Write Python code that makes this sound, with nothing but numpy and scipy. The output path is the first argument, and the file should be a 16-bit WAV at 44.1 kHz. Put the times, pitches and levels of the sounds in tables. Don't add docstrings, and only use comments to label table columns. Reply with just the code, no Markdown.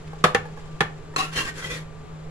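import sys
import numpy as np
from scipy import signal
from scipy.fft import rfft, irfft, next_fast_len
from scipy.io import wavfile
from scipy.ndimage import uniform_filter1d

SR = 44100
rng = np.random.default_rng(int(sys.argv[2]) if len(sys.argv) > 2 else 0)


def persist_wave(psi):
    counts = np.round(np.clip(psi, -1, 1) * 32767).astype(np.int16)
    wavfile.write(sys.argv[1], SR, np.atleast_2d(counts).T)


def level_to_linear(level):
    exponent = np.asarray(level, float) / 20
    return 10 ** exponent


N = 101429
TIME = np.arange(N) / SR
TOUCH_TIME = np.arange(9000) / SR


def evened(x):
    return x / np.sqrt(np.mean(x ** 2) + 1e-20)


def slow(span):
    return evened(uniform_filter1d(uniform_filter1d(rng.standard_normal(N), span), span))


def read(points, hz):
    f, value = np.transpose(points)
    return np.interp(np.log(hz + 1), np.log(f + 1), value)


def along(curve):
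    s, db = np.transpose(curve)
    return level_to_linear(np.interp(TIME, s, db, -120, -120))


def shaped(x, gain):
    size = next_fast_len(N + 4096)
    spectrum = rfft(x, size) * gain(np.fft.rfftfreq(size, 1 / SR))
    return irfft(spectrum, size)[..., :N]


def add(mix, s, sound):
    part = mix[round(s * SR):][:len(sound)]
    part += sound[:len(part)]


def resonate(x, hz, width):
    turn = np.exp(2j * np.pi * np.cumsum(hz * np.ones(len(x))) / SR)
    r = np.exp(-np.pi * abs(width) / SR)
    for _ in range(2):
        x = 2 * (turn * signal.lfilter([1 - r], [1, -r], x / turn)).real
    return x


def modes(hz, db, t60, phase):
    t = TOUCH_TIME[:, None]
    rise_s = 0.00085 + 0.67 / hz
    rise = 1 - np.exp(-t / rise_s)
    return (rise * level_to_linear(db - 60 * t / t60) * np.sin(2 * np.pi * (hz * t + phase))).sum(1)


# [f/Hz, level/dB]
BODY = [(170, -3.5), (260, -18), (430, -2.5), (620, -11.5), (1200, -1), (2100, -1), (9000, -23.5),
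        (16000, -34.5)]
# [f/Hz, t60/s]
BODY_T60 = [(100, 0.12), (500, 0.099), (2000, 0.066), (6000, 0.043), (14000, 0.05)]


def knock(db, tilt_db, ring):
    u = rng.random((320, 3))
    hz = np.geomspace(70, 15500, len(u)) * (1 + 0.033 * u[:, 0])
    level = read(BODY, hz) + 10 * np.log10(hz / 1000)
    level += tilt_db * np.log2(hz / 1000) + 6.0 * u[:, 1]
    crowd = modes(hz, level, read(BODY_T60, hz), u[:, 2])
    f, d, t60 = np.transpose(ring)
    clear = modes(f, d, np.clip(t60 * 0.45, 0.02, 0.08), 0.33 * rng.random(len(f)))
    thump = modes(np.array([167.6]), -7, 0.044, 0)
    tick = uniform_filter1d(rng.standard_normal(9000), size=3) * level_to_linear(-60 * TOUCH_TIME / 0.022)
    sound = evened(crowd) + evened(clear)
    return level_to_linear(db) * (sound / abs(sound).max() + level_to_linear(-14.5) * tick + thump)


# [t/s, peak level/dB, brightness/dB per octave]
KNOCKS = [
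    (0.24, -2, -0.5),
    (0.347, -6.5, -1),
    (0.806, -8, -1.5),
]
# [f/Hz, level/dB, t60/s]
FIRST_RING = [(499, 5.5, 0.144), (621, 1, 0.17), (736, 1, 0.2), (827, -2, 0.18), (1130, -13, 0.15),
              (1167, 11.5, 0.051), (1195, 5.5, 0.068), (1740, -21, .12), (2330, -25, 0.12),
              (3590, -4, 0.066)]
SECOND_RING = [(480.4, 1.5, 0.135), (798, -4, 0.19), (1130, -14, 0.22), (1351, -26, 0.1), (1760, 6, 0.061),
               (2220, -32, 5.0), (3180, -14, 0.046), (4070, -36, 0.32), (5292, -38, 0.25)]
THIRD_RING = [(429, -7.5, .2), (811, -7.5, .17), (981, -5.5, 0.13), (1208, -1, 0.094), (1373, -9, 0.069),
              (1773, 1, 0.089), (1835, -6, 0.15), (2280, -13, 0.15), (3380, -8, 0.062)]


def knocks():
    out = np.zeros(N)
    for (s, db, tilt_db), ring in zip(KNOCKS, (FIRST_RING, SECOND_RING, THIRD_RING)):
        add(out, s, knock(db, tilt_db, ring))
    return out


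# [f/Hz, level/dB]
RASP = [(200, -6), (432, -6), (683, -9.5), (1810, -4), (4000, -10), (7680, -17.5), (12000, -22.5),
        (16000, -35)]


def gripped_wall(slips, grip):
    wall = np.zeros(N)
    for hz, width, db, s in grip:
        wavering_hz = hz * (1 + 0.016 * slow(1500))
        freedom_db = np.maximum(-4.3 * ((TIME - s) / 0.035) ** 2, -11)
        drive = slips * level_to_linear(3 * slow(900) + freedom_db)
        wall += level_to_linear(db) * resonate(drive, wavering_hz, 1.94 * width) / np.sqrt(abs(width))
    return wall


def scrape(curve, grip):
    slips_per_s, spread_db = 14000, 1.5
    slips = rng.standard_normal(N) * level_to_linear(spread_db * rng.exponential(1, N))
    slips *= rng.random(N) < slips_per_s / SR
    wall = gripped_wall(slips, grip)
    z = signal.stft(shaped(slips, lambda hz: level_to_linear(read(RASP, hz))), nperseg=256)[2]
    patches = uniform_filter1d(rng.standard_normal(z.shape), size=3, axis=0)
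    patches = evened(uniform_filter1d(patches, size=9, axis=1))
    rasp = signal.istft(z * level_to_linear(1.8 * patches), nperseg=256)[1][:N]
    return along(curve) * (level_to_linear(-9) * evened(wall) + level_to_linear(-2.5) * evened(rasp))


# [t/s, level/dB]
FIRST_STROKE = [(1.162, -25.5), (1.176, -35.5), (1.185, -26.5), (1.205, -27.5), (1.219, -34.5),
                (1.25, -35.5), (1.262, -41.5), (1.31, -50)]
# [t/s, level/dB]
LATER_STROKES = [
    [(1.31, -58), (1.33, -38.5), (1.352, -37), (1.362, -28.5), (1.394, -27.5), (1.438, -38), (1.494, -34.5),
     (1.522, -54.5), (1.54, -55)],
    [(1.54, -49.5), (1.59, -37.5), (1.615, -40.5), (1.658, -36), (1.694, -42.5), (1.708, -33.5),
     (1.745, -36.5), (1.78, -41), (1.835, -59)],
]
# [f/Hz, width/Hz, level/dB, freest t/s]
FIRST_GRIP = [(757, 67, -11.5, 1.2), (1905, 76, -11, 1.22), (2596, 48, -1, 1.227), (2845, 36, -2, 1.218),
              (4010, 66, -13.5, 1.2), (5530, 120, -18.5, 1.185), (2714, 32, -3, 1.4)]
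SECOND_GRIP = [(1110, 99, -4.5, 1.445), (1676, 62, -7.5, 1.39), (1915, 48, -6.5, 1.365),
               (2740, 45, 0.5, 1.4), (3110, 130, -4, 1.37), (4260, 180, -10.5, 1.38), (1606, 46, 2, 1.49),
               (1840, 64, -1.5, 1.455)]
THIRD_GRIP = [(500, 98, -2.5, 1.72), (1600, 150, -2.5, 1.59), (1924, 70, -5, 1.73), (1980, 63, 2.5, 1.65),
              (3275, 33, -2, 1.65), (3590, 34, -3, 1.74), (2414, 180, -4, 1.72)]


def strokes():
    grips = (FIRST_GRIP, SECOND_GRIP, THIRD_GRIP)
    return sum(scrape(curve, grip) for curve, grip in zip([FIRST_STROKE, *LATER_STROKES], grips))


# [t/s, peak level/dB]
CLINK = (1.162, -16)
# [f/Hz, level/dB, t60/s]
CLINK_RING = [(450, -8, .04), (1080, 0, .04), (1250, -8, .035), (4200, -6, .035), (6000, -16, .03),
              (7300, -14, .03)]


def clink():
    out = np.zeros(N)
    s, peak_db = CLINK
    f, d, t60 = np.transpose(CLINK_RING)
    add(out, s, level_to_linear(peak_db) * modes(f, d, t60, rng.random(len(f))))
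    return out


# [t/s, f/Hz, level/dB]
BEND = [(1.185, 1074, -48), (1.197, 1089, -28), (1.21, 1098, -30), (1.218, 1190, -32.5),
        (1.232, 1366, -41.5), (1.29, 1353, -49.5), (1.31, 1400, -60)]


def bend():
    s, hz, db = np.transpose(BEND)
    gliding_hz = np.interp(TIME, s, hz)
    tone = resonate(rng.standard_normal(N), gliding_hz, 49)
    return along(np.transpose([s, db])) * evened(tone)


# [pitch ratio, level/dB, t60/s]
TAP_RING = [(.58, -4.5, 0.054), (1.0, -2, 0.061), (1.35, -5, 0.04), (1.98, -3, 0.034)]


def tap(db, hz):
    f, d, t60 = np.transpose(TAP_RING)
    puff = signal.lfilter([0.2], [1, -0.8], rng.standard_normal(9000))
    puff *= level_to_linear(-9.5 - 60 * TOUCH_TIME / 0.055)
    soft_start = np.minimum(TOUCH_TIME / 0.004, 1)
    return level_to_linear(db) * (0.69 * modes(f * hz, d, t60, rng.random(len(f))) + puff) * soft_start


# [t/s, peak level/dB, f/Hz]
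TAPS = [
    (.104, -45, 1600),
    (.130, -30, 818),
    (.453, -30, 852),
    (.572, -30.5, 835),
    (1.137, -33.5, 937),
]


def taps():
    out = np.zeros(N)
    for s, db, hz in TAPS:
        add(out, s, tap(db, hz))
    return out


# [t/s, level/dB]
HANDS = [(0.0, -59), (0.45, -63.5), (0.608, -59.5), (1.15, -70)]
# [f/Hz, level/dB]
AIR_TOP = [(9000, 2), (12000, -7.5), (14000, -7)]


def hands():
    unevenness = evened(uniform_filter1d(rng.standard_normal(N), 600))
    grains = rng.standard_normal(N) * level_to_linear(4.4 * unevenness)
    return along(HANDS) * evened(shaped(grains, lambda hz: level_to_linear(read(RASP, hz) + read(AIR_TOP, hz))))


# [f/Hz, level/dB]
MIC = [(5000, 3.5), (7500, 7), (8800, -1), (10500, 6.5), (12500, -9.5)]


def can():
    out = knocks() + strokes() + clink() + bend() + taps() + hands()
    return shaped(out, lambda hz: level_to_linear(read(MIC, hz)))


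# [f/Hz, t60/s]
ROOM_T60 = [(150, 0.37), (1000, .3), (4000, 0.21), (12000, 0.19)]


def kitchen(x):
    taps = np.zeros((2, SR // 2))
    at = np.arange(100, SR // 2 - 20, 20)
    at = at + rng.integers(0, 20, (2, len(at)))
    np.put_along_axis(taps, at, rng.choice([-1., 1.], at.shape), 1)
    hz, t, z = signal.stft(taps, SR, nperseg=256)
    tail = signal.istft(z * level_to_linear(-60 * t / read(ROOM_T60, hz)[:, None]), SR, nperseg=256)[1]
    wet = signal.fftconvolve(x[None], tail / np.linalg.norm(tail[0]), axes=1)[:, :N]

    def low(hz):
        return 1 / (1 + (hz / 500) ** 2)

    return shaped(wet.mean(0), low) + shaped(wet, lambda hz: 1 - low(hz))


def fridge():
    swell_db = 1.2 * np.sin(2 * np.pi * 0.7 * TIME)
    return level_to_linear(-39.5 + swell_db) * np.sin(2 * np.pi * 157.6 * TIME)


# [f/Hz, level/dB, width/Hz]
HUM = [(155.3, -49, 7.6), (426.7, -52, 56), (1178, -58, 6.3), (7200, -68.5, 830)]


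def fridge_bands():
    out = np.zeros((2, N))
    for hz, db, width in HUM:
        for port in out:
            port += level_to_linear(db) * evened(resonate(rng.standard_normal(N), hz, width))
    return out


def ports(x, pan, lag_s):
    side = np.array([[0.5], [-0.5]])
    return shaped(x, lambda hz: level_to_linear(side * read(pan, hz)) * np.exp(-2j * np.pi * hz * side * lag_s))


# [f/Hz, level/dB]
AIR = [(12, 1), (20, -4.5), (127, -10), (158, -5), (187, -18), (410, -17), (459, -17.5), (1190, -23.5),
       (16000, -53.5)]
# [f/Hz, likeness/-1 to 1]
AIR_SAME = [(60, 0.89), (240, 0.67), (950, 0.18), (3770, 0.85), (15000, -0.2)]
# [f/Hz, level/dB]
AIR_PAN = [(60, -1.5), (240, 0.5), (950, 0), (3770, 6.5), (15000, 3)]


def air():
    noise = fridge_bands()
    for port in noise:
        hiss = shaped(rng.standard_normal(N), lambda hz: level_to_linear(read(AIR, hz) + read(AIR_TOP, hz)))
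        port += level_to_linear(-41) * evened(hiss)

    def same(hz):
        return np.clip(read(AIR_SAME, hz), 0, 1)

    right = shaped(noise[0], same) + shaped(noise[1], lambda hz: np.sqrt(1 - same(hz) ** 2))
    return ports(np.array([noise[0], right]), AIR_PAN, 0.00006)


# [f/Hz, likeness/0 to 1]
CAN_SAME = [(250, 0.99), (700, 0.56), (2000, 0.4), (8000, 0.13)]
# [f/Hz, level/dB]
CAN_PAN = [(150, -2.5), (400, -2.5), (950, 2), (2400, 0), (5000, 3), (9000, -1), (15000, -24)]


def scene():
    front, other = can(), can()

    def apart(hz):
        return np.arccos(np.clip(read(CAN_SAME, hz), 0, 1)) / 2

    shared = shaped(front, lambda hz: np.cos(apart(hz)))
    differing = shaped(other, lambda hz: 1j * np.sin(apart(hz)))
    direct = shared + [[1], [-1]] * differing
    return ports(direct + level_to_linear(-8) * kitchen(front), CAN_PAN, 0.00013) + air() + fridge()


def top_cut(x):
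    return signal.sosfilt(signal.butter(12, 16170, fs=SR, output="sos"), x)


def record(dry):
    ceiling, edge_hz = 1.7, 16300
    held = np.clip(ceiling * np.tanh(dry / ceiling), -1, 1)
    mix = shaped(held, lambda hz: 1 / (1 + (hz / edge_hz) ** 60))
    return top_cut(mix)


dry = scene()
out = record(dry)
persist_wave(out)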